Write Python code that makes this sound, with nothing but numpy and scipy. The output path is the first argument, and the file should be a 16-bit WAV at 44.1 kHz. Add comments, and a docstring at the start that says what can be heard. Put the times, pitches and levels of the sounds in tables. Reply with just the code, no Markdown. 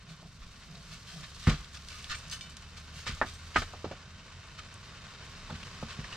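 """A rock cleft in the woods, a stereo microphone a few metres from someone digging stony soil by hand.
Earth and dry leaves rustle in countless tiny fractures. A small steel blade crushes grit and rings;
stones drag and knock, clods thud on the hollow ground, pebbles and twigs snap. The close walls throw
everything back quickly. Far off, behind the low rumble of the air, a drone climbs in pitch."""
import sys
import numpy as np
from scipy import signal
from scipy.fft import rfft, irfft
from scipy.io import wavfile
from scipy.ndimage import uniform_filter1d

SR = 44100
rng = np.random.default_rng(int(sys.argv[2]) if len(sys.argv) > 2 else 0)


def waveform_to_disk(signal):
    """Save audio, clipped to [-1, 1], as 16-bit WAV at the path in sys.argv[1]."""
    frames = np.transpose(np.atleast_2d(signal))
    scaled = np.clip(frames, -1, 1) * 32767
    samples = np.round(scaled).astype(np.int16)
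    wavfile.write(sys.argv[1], SR, samples)


N = 271656
TAPS = 16384  # samples in one short sound or response
T, HZ = np.arange(TAPS) / SR, np.fft.rfftfreq(TAPS, 1 / SR)

# Colours of the sources. Each row: frequency in Hz, relative spectral density in dB.
AIR_SPECTRUM = [(15, -46), (30, 5.5), (50, -2), (90, 1.5), (130, 0), (180, -3), (230, -10), (310, -20.5),
                (700, -29), (2000, -33), (8000, -60.5)]
CRUMB_SPECTRUM = [(100, -25), (300, -7.5), (600, -3.5), (860, -6.5), (1050, -2.5), (1280, 0), (2100, -3.5),
                  (3600, -4.5), (5200, -8), (8000, -17), (15000, -61)]
GRIT_SPECTRUM = [(1000, -25.5), (2500, -4), (4300, 2.5), (6000, -1), (8300, -7), (10500, -17), (12500, -18),
                 (15500, -32)]
DRAG_SPECTRUM = [(90, -40.5), (160, 15), (185, -1.5), (260, -26), (400, -16), (520, -21.5), (700, -10),
                 (950, -38), (2500, -59)]
CRUNCH_SPECTRUM = [(100, 7), (400, -39), (920, -8), (1200, 5.5), (1800, 1.5), (2800, 2.5), (4500, -1),
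                   (6000, -6.5), (8300, -15.5), (10500, -29.5), (12500, -32), (15500, -51)]
STONE_SPECTRUM = [(40, 2.5), (150, -7.5), (290, -1.5), (550, 1), (780, 4.5), (920, 0.5), (1250, 5),
                  (1900, 7), (3000, 3), (6000, 11), (15000, -19)]
THUMP_SPECTRUM = [(20, -45), (45, 7.5), (95, 4), (155, 4), (250, -19), (310, -7.5), (480, -23.5),
                  (620, -30.5), (3000, -51.5)]
# Ringing of steel, rock and hollow. Each row: frequency in Hz, relative level in dB, t60 in seconds.
BLADE_MODES = [(2320, -5, .2), (2998, -3.5, .5), (3639, -2, .3), (4393, 0, .2), (5136, 0, .14),
               (6172, 0, .14), (7150, -11, .16), (7500, -13, .28), (8280, -9, .2), (9055, -19.5, .24),
               (10730, -26, .18), (11400, -31, .2), (12700, -31, .15), (13900, -38, .14)]
ROCK_MODES = [(780, -11, 0.034), (1248, 5, 0.095), (1353, -4, 0.14), (1534, -3, 0.1), (1652, -18, 0.032),
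              (1800, 0.5, 0.082), (2070, -6.5, 0.026), (2336, -3, 0.046)]
HOLLOW_MODES = [(88, -9.5, 0.048), (104, -1, 0.039), (149.6, 3.5, 0.14), (221.7, -1.5, 0.13),
                (487, -14, 0.096)]

# The air all around. Each row: time in seconds, relative level in dB.
AIR_LEVELS = [(0.0, -59), (1.03, -57.5), (5.15, -56.5), (5.76, -52), (6.16, -57)]
# The far drone. Each row: time in seconds, pitch in Hz, relative level in dB.
DRONE_CLIMB = [(0, 60.2, -62), (1, 65, -57.5), (2, 69, -51.5), (2.7, 74, -54.5), (3.3, 78.9, -47.5),
               (4, 85, -52), (4.8, 88, -58.5), (6.16, 88, -62)]
# How busily the soil moves. Each row: time in seconds, relative levels of crumbs and of grit in dB.
SOIL_ACTIVITY = [(0.0, -60, -66), (0.36, -64.5, -62.5), (0.51, -60, -59.5), (1.41, -58.5, -54),
                 (1.73, -58.5, -57.5), (2.21, -56, -53.5), (2.56, -57.5, -59), (2.85, -58, -60),
                 (3.17, -55.5, -54.5), (3.29, -59, -57.5), (3.67, -55, -56), (4.03, -58, -66),
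                 (5.87, -52, -57.5), (6.02, -52, -60.5), (6.16, -51, -57)]
# Heavy stones shifted. Each row: start in seconds, length in seconds, level at the crest in dB.
STONE_DRAGS = [(.06, 0.1, -49), (.21, 0.091, -49), (.64, 0.2, -49.5), (.88, 0.11, -50.5),
               (1.088, 0.2, -47.5), (2.22, 0.24, -53.5), (2.91, 0.094, -49)]
# The blade drawn through loose grit. Each row: start, rise and fall in seconds, level in dB.
BLADE_SWEEPS = [(.08, 0.021, 0.035, -51.5), (.848, 0.095, .019, -47), (1.059, 0.025, 0.21, -49),
                (1.358, .11, .022, -44.5), (1.735, 0.012, 0.024, -45), (1.885, 0.02, 0.25, -47),
                (2.299, 0.031, .022, -38), (2.764, 0.012, 0.014, -45.5), (2.91, .078, 0.064, -47.5),
                (3.251, 0.025, 0.046, -44.5), (3.575, 0.0072, 0.032, -36.5)]
# Stone on stone. Each row: start in seconds, blow in dB, treble cutoff in Hz, ring over the blow in dB,
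# clatter length in seconds, crushed gravel in dB.
STONE_KNOCKS = [(0.222, -27, 960, -16, 0.1, -72), (1.47, -2, 2190, -10, 0.18, -34.5),
                (1.514, -18, 1620, 3.5, 0.1, -45), (3.067, -13.5, 1890, 1, .13, -36.5),
                (3.2144, 5, 1660, -29, 0.073, -48), (3.5585, .5, 1860, -14, 0.037, -38),
                (3.5617, 6, 2400, -2.5, 0.061, -33.5), (3.619, -8.5, 1700, -19, 0.035, -38),
                (3.736, -18.5, 860, -3, 0.1, -65), (3.844, -7, 796, -7, .072, -45.5),
                (3.912, -12, 740, -10, .08, -46.5), (5.498, -14, 1220, -20, .11, -47),
                (5.827, -13, 997, -8, .035, -45)]
# The blade jabbed into packed stones. Each row: start in seconds, length in seconds, level in dB.
BLADE_JABS = [(0.404, 0.045, -50.5), (1.226, 0.027, -42.5), (1.492, .011, -26.5), (2.088, 0.049, -32),
              (2.14, 0.015, -37), (3.055, 0.045, -34), (3.539, .024, -39), (4.577, 0.025, -40),
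              (5.536, 0.027, -44.5), (5.625, 0.0087, -44), (5.878, 0.05, -43.5), (6.04, .009, -42.5),
              (6.12, 0.025, -42)]
# Weight landing on earth. Each row: start in seconds, blow in dB, pitch as a factor on the thump.
EARTH_THUDS = [(0.408, -12.5, 0.34), (1.474, 8.5, 0.87), (1.486, 5, 1.16), (1.533, -13.5, 0.93),
               (3.094, -12, 1.25), (3.126, -8, 0.45), (3.247, -16, 2.3), (3.567, -5.5, 1.9),
               (3.584, -3.5, 0.64), (3.863, -12.5, 1.6), (5.507, -13, 1.36), (5.527, -10, 1.23),
               (5.832, -8, 1.47), (5.99, -9, 1.22)]
# Pebbles and twigs. Each row: start in seconds, blow in dB, centre in Hz, sharpness as Q.
CLEAR_SNAPS = [(0.754, -25, 4030, 12), (1.3478, -25.5, 4540, 1.5), (1.6453, -24, 3500, 3),
               (1.7725, -23, 3720, 1.7), (1.8862, -18.5, 4300, 1.5), (2.0434, -17.5, 3380, 2.8),
               (2.2983, -20, 5226, 2), (2.41, -18.5, 3200, 1.8), (2.499, -30, 7800, 5.2),
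               (2.569, -20.5, 4200, 1), (2.801, -34, 9000, 1), (3.297, -30, 8000, 1.1),
               (4.741, -29, 8400, 2.3), (5.632, -19, 2700, 8.2), (6.043, -18.5, 1800, 24),
               (6.127, -16.5, 2905, 120)]
# The blade glancing off stone. Each row: start in seconds, blow in dB, lift in dB per half octave.
BLADE_CLINKS = [(2.149, -18, 5), (2.312, -13, 4.5), (2.328, -14, 5), (2.41, -14, -2), (3.335, -25.5, 7)]

# Diffuse sound at the microphone. Each row: frequency in Hz, likeness of left and right from 0 to 1.
MIC_COHERENCE = [(60, .995), (200, .95), (1400, .88), (3100, .64), (6800, .36), (15000, .1)]
# Colour of the microphone ports. Each row: frequency in Hz, left minus right in dB.
MIC_BALANCE = [(60, -.2), (200, -1), (700, -1.2), (2400, .7), (4400, .1), (8100, -2.7), (15000, -4.8)]


def amp(db):
    """Decibels to gain."""
    return 10 ** (np.asarray(db) / 20)


def unit_rms(x):
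    """Scales to rms 1."""
    return x / np.sqrt(np.mean(x ** 2) + 1e-20)


def unit_energy(x):
    """Scales to a mean energy of 1 a channel."""
    return unit_rms(x) / np.sqrt(x.shape[-1])


def at_hz(points, hz):
    """Reads a spectrum along a log-frequency axis."""
    freqs, values = np.transpose(points)
    return np.interp(np.log(hz + 1), np.log(freqs + 1), values)


def follow(rows):
    """The columns of a timed table at every sample."""
    times, *columns = np.transpose(rows)
    return [np.interp(np.arange(N) / SR, times, column) for column in columns]


def add(mix, start, sound):
    """Mixes a stereo sound in at a start in seconds."""
    part = mix[:, max(round(start * SR), 0):][:, :sound.shape[1]]
    part += sound[:, :part.shape[1]]


def click(db):
    """The sharpest click that has this spectrum (minimum phase)."""
    log_gain = np.log(amp(np.maximum(db - db.max(), -100)))
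    mirrored = np.concatenate([log_gain, log_gain[-2:0:-1]])
    spectrum = np.exp(np.conj(signal.hilbert(mirrored)))
    return unit_energy(np.fft.ifft(spectrum).real)


def decay(t60):
    """An envelope that falls 60 dB in t60 seconds."""
    return np.exp(-np.log(1000) * T / t60)


def linger(power, t60):
    """Stores incoming energy and lets it leak away, 60 dB in t60 seconds."""
    return signal.lfilter([1], [1, -np.exp(-np.log(10 ** 6) / (t60 * SR))], power)


def ringing(modes):
    """The sum of dying modes after one tap."""
    return unit_energy(sum(amp(db) * decay(t60) * np.sin(2 * np.pi * hz * T) for hz, db, t60 in modes))


def through(x, response):
    """Passes each channel through a response."""
    return signal.fftconvolve(x, np.atleast_2d(response), axes=1)[:, :x.shape[1]]


def diffuse(x):
    """Two unrelated signals become a diffuse field: alike in the bass, apart in the treble."""
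    a, b = rfft(x)
    likeness = np.clip(at_hz(MIC_COHERENCE, np.fft.rfftfreq(x.shape[1], 1 / SR)), 0, 1)
    mid, side = a * np.sqrt((1 + likeness) / 2), b * np.sqrt((1 - likeness) / 2)
    return irfft(np.array([mid + side, mid - side]), x.shape[1])


def cleft(t60, wet_db):
    """The microphone gets a direct click, a short crowd of echoes off close walls and a faint tail."""
    crowd = np.exp(-np.log(1000) * (T / t60) ** 1.07)
    tail = amp(-20) * decay(4 * t60)
    onset = 1 - np.exp(-T / 0.00032)
    walls = diffuse(rng.standard_normal((2, TAPS))) * (crowd + tail) * onset
    return unit_energy((T == 0) + amp(wet_db) * unit_energy(walls))


def grains(size, per_s, spread_db, t60):
    """Countless small fractures, a few much larger than the rest, each scattering off the rock."""
    strengths = amp(spread_db * np.minimum(rng.exponential(1, size), 5))
    fractures = strengths * (rng.random(size) < per_s / SR)
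    scatter = np.sqrt(linger(fractures ** 2, t60))
    envelope = unit_rms(fractures) + 1.5 * unit_rms(scatter)
    return unit_rms(diffuse(envelope * rng.standard_normal((2, size))))


def air(gain_db):
    """Outdoor air rumbles low on all sides of the microphone."""
    noise = diffuse(rng.standard_normal((2, N)))
    rumble = unit_rms(through(noise, click(at_hz(AIR_SPECTRUM, HZ))))
    return amp(follow(AIR_LEVELS)[0] + gain_db) * rumble


def far_drone(gain_db):
    """A distant tone, perhaps an engine, climbs while its pitch and level waver together."""
    hz, db = follow(DRONE_CLIMB)
    waver = unit_rms(uniform_filter1d(rng.standard_normal(N), size=6000))
    phase = 2 * np.pi * np.cumsum(hz * (1 + 0.01 * waver)) / SR
    return amp(db + gain_db + 1.16 * waver) * unit_rms(np.sin(phase))


def rustle(spectrum, per_s, spread_db, clump_db):
    """Grains fall in uneven clumps, lightly coloured by the rock around them."""
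    clumps = unit_rms(uniform_filter1d(rng.standard_normal(N), size=900))
    falling = grains(N, per_s, spread_db, t60=0.041) * amp(clump_db * clumps)
    at_mic = through(falling, cleft(t60=0.03, wet_db=-11))
    return unit_rms(through(at_mic, click(at_hz(spectrum, HZ))))


def soil(crumb_gain_db, grit_gain_db):
    """Coarse crumbs and fine grit rustle as the earth is raked."""
    crumb_db, grit_db = follow(SOIL_ACTIVITY)
    crumbs = rustle(CRUMB_SPECTRUM, per_s=7000, spread_db=3, clump_db=0.9)
    grit = rustle(GRIT_SPECTRUM, per_s=3200, spread_db=2.5, clump_db=1.5)
    return amp(crumb_db + crumb_gain_db) * crumbs + amp(grit_db + grit_gain_db) * grit


def stone_drags():
    """A shifted stone judders over the earth with a soft, hollow rumble."""
    out = np.zeros((2, N))
    for start, length, db in STONE_DRAGS:
        slips = grains(TAPS, per_s=600, spread_db=2.5, t60=0.06)
        judder = unit_rms(through(slips, click(at_hz(DRAG_SPECTRUM, HZ))))
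        swell = np.sin(np.pi * np.minimum(T / length, 1))
        add(out, start, amp(db) * judder * swell)
    return out


def steel(force, tilt_db):
    """Each blade mode gathers energy under the force, then rings on; tilt_db is per half octave."""
    out = np.zeros((2, TAPS))
    for hz, db, t60 in BLADE_MODES:
        energy = linger(force ** 4, t60)
        cycles = hz * T + rng.random() + 0.39 * rng.standard_normal((2, 1))  # own phase on each side
        gain = amp(db + 2 * tilt_db * np.log2(hz / 1000))
        out += gain * np.sqrt(energy) * np.sin(2 * np.pi * cycles)
    return unit_energy(out)


def gravel_crush(rise, fall, db, tilt_db, ring_db):
    """One push crushes gravel and sets rock and steel ringing; tilt_db lifts the treble."""
    force = np.minimum(T / rise, 1) * np.exp(-np.maximum(T - rise, 0) / fall)
    fractures = grains(TAPS, per_s=4000, spread_db=2.5, t60=0.0068) * force
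    tilted = through(fractures, click(tilt_db * np.log2(1 + HZ / 1000)))
    at_mic = through(tilted, cleft(t60=0.031, wet_db=-3))
    crunch = unit_energy(through(at_mic, click(at_hz(CRUNCH_SPECTRUM, HZ))))
    rock = amp(-10) * unit_energy(through(at_mic, ringing(ROCK_MODES)))
    blade = amp(ring_db) * steel(force, tilt_db)
    return amp(db) * np.linalg.norm(force) * (crunch + rock + blade)


def blade_sweeps():
    """The blade is drawn through loose grit with a bright hiss."""
    out = np.zeros((2, N))
    for start, rise, fall, db in BLADE_SWEEPS:
        add(out, start, gravel_crush(rise, fall, db, tilt_db=5, ring_db=-28))
    return out


def stone_knocks():
    """Stones collide, clatter and crush the gravel under them; a longer contact cuts the treble."""
    out = np.zeros((2, N))
    for start, db, cutoff_hz, ring_db, clatter_s, gravel_db in STONE_KNOCKS:
        contact_db = -10 * np.log10(1 + (HZ / cutoff_hz) ** 8.1)
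        clatter = cleft(clatter_s, wet_db=9.5 - 0.88 * db)  # a hard knock stands clear of its clatter
        blow = through(clatter, click(at_hz(STONE_SPECTRUM, HZ) + contact_db))
        ring = through(click(contact_db)[None], ringing(ROCK_MODES))
        add(out, start, amp(db) * (unit_energy(blow) + amp(ring_db) * unit_energy(ring)))
        # Gravel gives way at once, and is brighter under a harder contact.
        tilt_db = 2 * np.log2(cutoff_hz / 1270)
        add(out, start, gravel_crush(0.0013, 0.34 * clatter_s, gravel_db, tilt_db, ring_db=-15))
    return out


def blade_jabs():
    """The blade pushes into packed stones with a short, dull crunch."""
    out = np.zeros((2, N))
    for start, length, db in BLADE_JABS:
        add(out, start, gravel_crush(0.6 * length, 0.4 * length, db, tilt_db=-0.5, ring_db=-25))
    return out


def earth_thuds():
    """A soft, heavy push on the ground makes the hollow boom, most under a thump of its own pitch."""
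    out = np.zeros((2, N))
    boom = unit_energy(ringing(HOLLOW_MODES) * (1 - np.exp(-T / 0.0018)))
    for start, db, pitch in EARTH_THUDS:
        push = through(cleft(t60=0.18, wet_db=-6.5), click(at_hz(THUMP_SPECTRUM, HZ / pitch)))
        boom_db = 1.5 - 16 * abs(np.log2(pitch))  # 16 dB lost per octave of mistuning
        add(out, start, amp(db) * (unit_energy(push) + amp(boom_db) * boom))
    return out


def snap(db, hz, q):
    """A small dry snap is one resonance: broad for twigs, narrow for pebbles."""
    resonance_db = -10 * np.log10(1 + (q * (HZ / hz - hz / (HZ + 1))) ** 2)
    rolloff_db = -10 * np.log10(1 + (HZ / 8500) ** 10)
    at_mic = through(cleft(t60=0.019, wet_db=1.5), click(resonance_db + rolloff_db))
    return amp(db) * unit_energy(at_mic)


def snaps(chance_per_s, over_grit_db, low_hz, high_hz):
    """Pebbles and twigs give a few clear snaps, and faint chance ones as loud as the grit is busy."""
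    out = np.zeros((2, N))
    for start, db, hz, q in CLEAR_SNAPS:
        add(out, start, snap(db, hz, q))
    grit_db = follow(SOIL_ACTIVITY)[1]
    for when, size, colour in rng.random((round(chance_per_s * N / SR), 3)):
        db = grit_db[int(when * N)] + over_grit_db + (2 * size - 1)  # 1 dB either way
        hz = low_hz * (high_hz / low_hz) ** colour
        add(out, when * N / SR, snap(db, hz, q=2))
    return out


def blade_clinks():
    """A short, glancing tap on a stone rings the blade."""
    out = np.zeros((2, N))
    tap = np.exp(-T / 0.0023)
    for start, db, tilt_db in BLADE_CLINKS:
        add(out, start, amp(db) * steel(tap, tilt_db))
    return out


def scene():
    """The digging a few metres off, with the air around it and the drone far behind."""
    mix = soil(crumb_gain_db=3.5, grit_gain_db=-0.5)
    mix += blade_sweeps() + blade_jabs() + blade_clinks()
    mix += stone_knocks() + earth_thuds() + stone_drags()
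    mix += air(gain_db=4) + far_drone(gain_db=-2.5)
    return mix + snaps(chance_per_s=5.4, over_grit_db=25, low_hz=3000, high_hz=9000)


def record(dry):
    """Sound reaches the right microphone first; the ports colour each side and the top is cut off."""
    right_lead_s, cutoff_hz = 3e-5, 15650
    hz = np.fft.rfftfreq(N, 1 / SR)
    left = amp(at_hz(MIC_BALANCE, hz) / 2) * np.exp(-1j * np.pi * hz * right_lead_s)
    right = 1 / left
    heard = irfft(rfft(dry) * np.array([left, right]), N)
    lowpass = signal.firwin(511, cutoff_hz, window=("kaiser", 9), fs=SR)
    return signal.oaconvolve(heard, lowpass[None], "same")


dry = scene()
out = record(dry)
waveform_to_disk(out)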